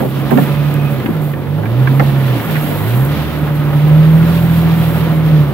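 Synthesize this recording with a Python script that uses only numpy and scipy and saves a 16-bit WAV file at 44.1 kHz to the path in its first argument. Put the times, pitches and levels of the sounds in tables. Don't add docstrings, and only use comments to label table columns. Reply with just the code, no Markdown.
import sys
import numpy as np
from scipy import signal
from scipy.fft import rfft, irfft, next_fast_len
from scipy.io import wavfile
from scipy.ndimage import uniform_filter1d

SR = 44100
rng = np.random.default_rng(int(sys.argv[2]) if len(sys.argv) > 2 else 0)


def field_ratio(decibels):
    return 10 ** (np.asarray(decibels, dtype=float) / 20)


def digitize_waveform(pressure):
    field = np.atleast_2d(pressure).T
    bounded = np.clip(field, -1, 1)
    quanta = np.round(bounded * 32767).astype(np.int16)
    wavfile.write(sys.argv[1], SR, quanta)


N = 243873
SIZE = next_fast_len(N)
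TIME, HZ = np.arange(N) / SR, np.arange(1, SIZE // 2 + 2) * SR / SIZE
LEFT_DB = -3.5
SIDES = np.array([[1], [-1]])

# (time [s], level over the mean [dB])
GROUND = [(0, 0), (.08, -3.5), (.3, -0.5), (.55, 1), (.98, -2), (1.45, -6.5), (1.6, -5.5), (2.09, 0),
          (2.4, 2), (2.65, 2), (3.05, 1), (3.9, -0.4), (4.3, 2), (4.7, 2), (5.04, 1), (5.22, 0),
          (5.53, -1.5)]


def unit(x):
    return x / np.sqrt(np.mean(x ** 2))


def curves(table):
    s, *columns = np.transpose(table)
    return [np.interp(TIME, s, c) for c in columns]


def on_log(table):
    hz, value = np.transpose(table)
    return np.interp(np.log(HZ), np.log(hz), value)


def walk(rate):
    hold = int(SR / rate)
    steps = np.repeat(rng.standard_normal(N // hold + 1), hold)
    return 1.48 * uniform_filter1d(uniform_filter1d(steps, hold), hold)[:N]


def pan(db):
    return field_ratio(SIDES * db / 2)


def bell(hz, centre_hz, width_hz):
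    return 1 / (1 + (2 * (hz - centre_hz) / width_hz) ** 2)


def spells(table, release):
    power = 1e-7
    for s, length, db, rise in table:
        up = np.maximum(s - TIME, 0) / max(rise, .002)
        down = np.maximum(TIME - s - length, 0) / max(release * rise, .002)
        power = power + field_ratio(2 * db) * np.exp(-2 * up ** 2 - 2 * down)
    return np.sqrt(power)


def stereo_noise(db, grain=0.):
    # (frequency [Hz], correlation [0-1])
    likeness = [(30, 0.11), (70, 0.099), (130, 0.62), (290, 0.71), (520, 0.69), (800, 0.87), (1410, 0.9),
                (2200, 0.34), (3100, .02), (15000, .01)]
    # (frequency [Hz], left minus right [dB])
    balance = [(30, -5), (70, 0.5), (300, 1), (1000, 1.5), (2000, 2), (4000, -2), (6000, 4), (9000, 1.5),
               (11000, -5), (16000, 6.5)]
    lead_samples = 4
    alike = np.clip(on_log(likeness), 0, 1)
    sizes = field_ratio(grain * rng.exponential(size=SIZE))
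    mid, side = rfft(rng.standard_normal((2, SIZE)) * sizes)
    ports = field_ratio(db + SIDES * on_log(balance) / 2) * np.exp(1j * np.pi * SIDES * lead_samples * HZ / SR)
    return ports * (np.sqrt(1 + alike) * mid + np.sqrt(1 - alike) * side * SIDES)


def engine():
    # (time [s], firing rate [Hz])
    revs = [(0, 132.3), (.64, 146.3), (.9, 143.7), (1.12, 105.2), (1.43, 90.1), (1.65, 108.1),
            (1.82, 129.7), (2.03, 139.7), (2.25, 133.1), (2.5, 102.5), (2.79, 97), (3.08, 143.3),
            (3.22, 150.8), (3.74, 146), (4.29, 166), (4.95, 161.9), (5.33, 156.3), (5.53, 136.5)]
    # (time [s], firing line away from the roof resonance [dB])
    throttle = [(.15, -18.5), (.6, -14), (.88, -15.5), (1.3, -38.5), (1.8, -10.5), (2.33, -12), (2.53, -42),
                (2.97, -9), (3.3, -27), (3.43, -17.5), (3.98, -10.5), (4.18, -9.5), (4.3, -13.5),
                (4.73, -12), (5.0, -16.5), (5.27, -15), (5.4, -9.5), (5.53, -20.5)]
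    # (time [s], engine left minus right [dB])
    lean = [
        (0, -4.5),
        (.75, -6),
        (1.9, -4.5),
        (3.3, -2.5),
        (5.53, -2),
    ]
    # (centre [Hz], width [Hz])
    cabin_boom = (151, 24)
    # (centre [Hz], width [Hz], level [dB])
    floor_modes = [(150, 22, -18), (207, 15.7, -26.5)]
    # (centre [Hz], width [Hz])
    pickup_panels = [(206, 5.2), (300, 32), (385, 17), (581, 27)]
    weak_orders = [1.25, 2, 28 / 12, 3.5, 3.75, 4]
    weak_levels = [-13.5, -15.5, -21, -19, -27, -20]
    # (time [s], length [s], level [dB], rise [s])
    gear_spells = [
        (.25, .65, -44, .15),
        (3.2, .75, -43, .15),
        (4.8, .75, -46, .3),
    ]
    # (time [s], length [s], level [dB], rise [s])
    bracket_spells = [
        (.55, .35, -41.5, .1),
        (1.45, .08, -49, .1),
    ]

    hz = uniform_filter1d(curves(revs)[0], size=SR // 12)
    load_db = uniform_filter1d(curves(throttle)[0], size=SR // 30)
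    turn = 2 * np.pi * np.cumsum(hz * (1 + 0.0017 * walk(20))) / SR

    def order(k, db, wobble_db, lead):
        ports = SIDES * lead * (1 + 0.84 * walk(1.99)) / 2
        level = np.sqrt(2) * field_ratio(db + wobble_db * walk(11))
        return level * np.sin(k * turn + ports + rng.uniform(0, 2 * np.pi))

    firing_db = load_db + 6 * bell(hz, 155, 10)
    firing = order(1, firing_db, 0.7, 0.15)

    shaft = np.cos(turn / 12 + 1.0) + .45 * np.cos(turn / 6 + 2.0)
    boom_hz, boom_width_hz = cabin_boom
    boom_filter = signal.iirpeak(boom_hz, boom_hz / boom_width_hz, SR)
    throb = signal.lfilter(*boom_filter, shaft * firing * field_ratio(-.62 * firing_db))

    half_db = -32 + .12 * (hz - 150) + .15 * load_db
    half_db = half_db + 8 * np.clip((TIME - 2.9) / .1, 0, 1)
    three_quarter_db = -28.5 + .27 * (hz - 150) + .15 * load_db
    three_quarter_db = three_quarter_db + 7 * bell(.75 * hz, 123.5, 6)
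    floor_power = sum(field_ratio(2 * db) * bell(1.5 * hz, f, width) ** 2 for f, width, db in floor_modes)
    three_halves_db = 10 * np.log10(floor_power + field_ratio(-105))
    lumps = order(.5, half_db, 1.4, 0.77) + order(.75, three_quarter_db, 2.4, 1.0)
    lumps = lumps + order(1.5, three_halves_db, 1.5, 0.39)

    weak = 0
    for k, under_db in zip(weak_orders, weak_levels):
        pickup = sum(bell(k * hz, f, width) for f, width in pickup_panels) + .05
        weak = weak + pickup * order(k, under_db + 0.54 * firing_db - 9.0, 2.1, 0.24)

    buzz_turn = 2 * np.pi * np.cumsum(2520 * (1 + 0.003 * walk(30))) / SR
    buzz = spells(bracket_spells, 0.84) * field_ratio(2.4 * walk(40.8)) * np.sin(buzz_turn)
    whine = spells(gear_spells, 1) * order(8.5, 3 * walk(45), 1.5, .8)
    lines = firing + field_ratio(-16) * throb + lumps + weak + whine + buzz
    return lines * pan(curves(lean)[0] - LEFT_DB), turn


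def roar(turn):
    # (frequency [Hz], density [dB per Hz])
    noise_colour = [(25, -7), (42, -16), (58, -9), (100, -2), (150, 2), (300, -3.5), (600, -11),
                    (1000, -15), (2000, -21), (3500, -26.5), (5500, -39.5), (8000, -49.5), (16000, -36)]
    # (centre [Hz], width [Hz], lift [dB])
    panel_peaks = [(215, 27, 1), (302.4, 56, 3), (380, 37, 0.5), (507, 54, 2.5), (571, 12, 8), (705, 31, 3),
                   (1570, 71, -2), (1810, 120, 0)]
    ground_db = curves(GROUND)[0]
    peaks_db = sum(db * bell(HZ, f, width) for f, width, db in panel_peaks)
    spectrum = stereo_noise(on_log(noise_colour) + peaks_db, grain=1.07)
    pulse = 1 + 0.055 * np.cos(turn) + 0.073 * np.cos(turn / 4)
    low, high, shake, scrub = 0, 0, walk(14), walk(20)
    for octave in np.arange(4.5, 14.5, .5):
        share = np.cos(np.pi * np.clip(np.log2(HZ) - octave, -.5, .5)) ** 2
        band = irfft(spectrum * share, SIZE)[:, :N] * field_ratio(0.33 * walk(9))
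        upper = np.clip((octave - 9.2) / 1.18, 0, 1)
        treble_db = np.clip(octave - 10.8, 0, 1) * (0.23 * ground_db + 1.52 * scrub)
        low = low + (1 - upper) * band * field_ratio(0.92 * shake)
        high = high + upper * band * field_ratio(0.68 * shake + treble_db)
    rumble = unit(low) * field_ratio(-20.5 + 0.24 * ground_db)
    return rumble + unit(high) * pulse * field_ratio(-29 + ground_db)


def grit():
    # (frequency [Hz], density [dB per Hz])
    grit_colour = [(3000, -17), (5500, -19), (8000, -9), (10000, -12.5), (10800, -6), (11600, 0.5),
                   (13000, -0.5), (15700, 1.5)]
    # (time [s], length [s], level [dB], rise [s])
    brushes = [(0, 0.06, -33.5, 0.072), (.19, 0.024, -38, .01), (.31, .14, -29, .01),
               (.91, 0.021, -32.5, .01), (1.04, .04, -40, 0.018), (1.22, 0.089, -33.5, .01),
               (1.95, .1, -34.5, 0.037), (2.45, .09, -30.5, 0.073), (2.62, 0.36, -29, 0.039),
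               (3.04, .04, -41, .01), (3.155, 0.0091, -33, .005), (3.55, .015, -34, .008),
               (3.875, .015, -36, .006), (4.33, .1, -33, 0.066), (4.55, 0.11, -34.5, 0.047),
               (4.78, .19, -33, 0.026)]
    # (time [s], peak [dB], left minus right [dB])
    stones = [(0.1945, -24, -3.0), (0.3086, -16, -8), (0.74, -14.5, -2.5), (0.9073, -30, -5.5),
              (0.9995, -22, -4.0), (1.1673, -22, 1.0), (1.2181, -23, 0.5), (1.8916, -22, -7),
              (2.2244, -28, -2), (2.4294, -29, -2.5), (2.5094, -17, -2.0), (2.5774, -27, -1.5),
              (2.6234, -25, -2.5), (2.7, -28, -2.5), (2.7711, -20, -5), (2.7886, -26, -0.5),
              (3.0495, -12.5, 3), (3.1457, -26, -2.0), (3.5548, -24, -3), (3.8786, -32, -4),
              (5.3197, -31, -1.5)]
    colour_db = on_log(grit_colour)
    hiss = unit(irfft(stereo_noise(colour_db, grain=1.6), SIZE)[:, :N])
    tyre_gain = field_ratio(-34.5 + 0.97 * curves(GROUND)[0])
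    hiss = hiss * np.hypot(tyre_gain, spells(brushes, 2.5))
    hiss = hiss * field_ratio(.5 * walk(14) + .9 * walk(60))

    ticks, t = np.zeros((2, N + SR)), TIME[:SR // 5]
    tick_t60_s = 0.016
    for s, db, pan_db in stones:
        burst = rng.standard_normal((2, len(t))) * 1000. ** (-t / tick_t60_s)
        start = int(s * SR)
        ticks[:, start:start + len(t)] += field_ratio(db - 3.0) * pan(pan_db - LEFT_DB) * burst
    return hiss + irfft(rfft(ticks[:, :N], SIZE) * field_ratio(colour_db), SIZE)[:, :N]


def knock(modes, hz, spread, bounce_s, crack_db, wide):
    t = TIME[:SR // 4]
    f, db, t60 = (c[:, None] for c in np.transpose(modes))
    level_luck, tune_luck, *port_luck = rng.standard_normal((4, len(modes), 1))
    gain = field_ratio(db - spread * abs(np.log2(f / hz)) + 2.0 * level_luck)
    gain = gain * 1000. ** (-t / t60) * (1 - np.exp(-f * t)) ** 2
    phase = 2 * np.pi * f * (1 + 0.019 * tune_luck) * t + 3 * tune_luck
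    rings = np.array([(gain * np.sin(phase + wide * luck)).sum(0) for luck in port_luck])

    band = signal.butter(3, [hz / 1.8, hz * 1.45], "band", fs=SR, output="sos")
    crack = unit(signal.sosfilt(band, rng.standard_normal((2, len(t)))))
    crack = crack * np.exp(-t / (3 * bounce_s)) * np.minimum(t / .001, 1)
    ring = rings / abs(rings).max() + field_ratio(crack_db) * crack

    blows = np.zeros(SR // 10)
    bounce_times = np.cumsum(rng.uniform(.4, 1.6, size=3)) * bounce_s
    blows[(bounce_times * SR).astype(int)] = .65 ** np.arange(1, 4)
    blows[0] = 1
    hit = signal.fftconvolve(ring, blows[None])[:, :len(t)]
    return hit / abs(hit.mean(0)).max()


def knocks():
    # (frequency [Hz], level [dB], t60 [s])
    body_modes = [(213, 0, .12), (228, -3, .1), (272, -4, .09), (330, -6, .07), (375, -4, .09),
                  (445, -7, .06), (510, -6, .07), (585, -8, .06), (680, -6, .06), (780, -9, .05),
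                  (900, -10, .05)]
    # (frequency [Hz], level [dB], t60 [s])
    metal_modes = [(660, -4, .05), (945, -2, .045), (1110, -3, .04), (1360, -1, .045), (1570, 0, .045),
                   (1780, 0, .045), (2050, -3, .04), (2300, -6, .035), (2600, -7, .03), (3050, -9, .025),
                   (3900, -15, .02)]
    # (time [s], peak [dB], brightest [Hz], left minus right [dB])
    thuds = [(0.004, -8, 380, -1.5), (0.024, -8.5, 600, -5), (0.044, -10.5, 507, 1),
             (0.164, -21, 579, -1.0), (0.313, -5, 690, -9), (0.379, -7, 680, -8), (0.618, -19, 586, -2),
             (1.213, -19, 520, -6), (1.588, -19.5, 498, -9), (1.995, -7.5, 625, 0),
             (2.019, -9.5, 662.5, -4), (2.664, -21, 633, 2), (2.713, -11.5, 515, -1),
             (3.444, -26, 507, -1.0)]
    # (time [s], peak [dB], brightest [Hz], left minus right [dB])
    clacks = [(0.0044, -21, 923, -15), (0.3077, -17.5, 1490, -10), (0.3849, -15, 964, 1),
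              (1.1418, -30, 1303, 4), (1.4701, -23, 1256, -1.0), (1.5826, -27, 1020, -1.5),
              (1.6328, -20, 997, -7), (1.6551, -19.5, 1570, -3.0), (1.9956, -5.5, 1350, -3.5),
              (2.0044, -19, 942, -2.0), (2.0905, -20, 1250, -1.5), (2.1994, -21, 1520, -5),
              (3.482, -19, 902, -1.5), (3.7287, -17.5, 924, -3), (4.2752, -24, 1058, 3),
              (4.6583, -29, 1030, 1)]
    # (time [s], peak [dB], brightest [Hz], left minus right [dB])
    bumps = [(0.323, -1.5, 196, 4), (0.349, -4.5, 191, -12), (0.361, -4, 207, -9), (0.384, -5.5, 207, 3.5),
             (0.401, -10, 223, -5), (1.04, -9, 210, 2), (1.084, -9, 201, 1.0), (1.912, -10.5, 215, 1),
             (3.048, -15, 207, -1.0), (4.226, -20, 191, -5), (4.649, -15, 207, 5), (5.192, -14, 191, -1)]
    # (time [s], peak [dB], brightest [Hz], left minus right [dB])
    pings = [(0.3729, -11.5, 1750, -4), (0.6684, -32, 2520, -3.0), (1.001, -19.5, 1870, -1),
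             (1.0585, -18.5, 2110, -4.0), (1.3354, -22.5, 1970, -2.0), (1.8723, -8, 1650, -4),
             (2.161, -23, 1882, -2.0), (2.2794, -22.5, 1728, -3.0), (2.3976, -19, 1820, -1.5),
             (2.4942, -18, 1740, -5), (2.5538, -12.5, 1816, -5), (2.5644, -18, 1914, -11),
             (2.6194, -25, 1650, -2.0)]
    # events, modes, spread [dB per octave], bounce [s], crack [dB], port phase spread [radians]
    kinds = ((thuds, body_modes, 5., .005, -12., 1.1),
             (clacks, metal_modes, 3.5, .003, -3., .5),
             (bumps, body_modes, 14., .005, -14., .8),
             (pings, metal_modes, 9., .002, -5., .6))
    out = np.zeros((2, N + SR))
    for events, modes, *touch in kinds:
        for s, db, hz, pan_db in events:
            hit = knock(modes, hz, *touch)
            start = int(s * SR)
            out[:, start:start + SR // 4] += field_ratio(db - 1) * pan(pan_db - LEFT_DB) * hit
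    return out[:, :N]


def scene():
    lines, turn = engine()
    return pan(LEFT_DB) * (lines + roar(turn) + grit() + knocks())


def band_limit(x):
    return signal.sosfilt(signal.butter(12, 16800, fs=SR, output="sos"), x)


def record(dry):
    thin = signal.sosfilt(signal.butter(3, 42, "high", fs=SR, output="sos"), dry)
    cut = signal.sosfilt(signal.ellip(12, .2, 90, 15720, fs=SR, output="sos"), thin)
    return band_limit(np.clip(cut, -1, 1))


dry = scene()
out = record(dry)
digitize_waveform(out)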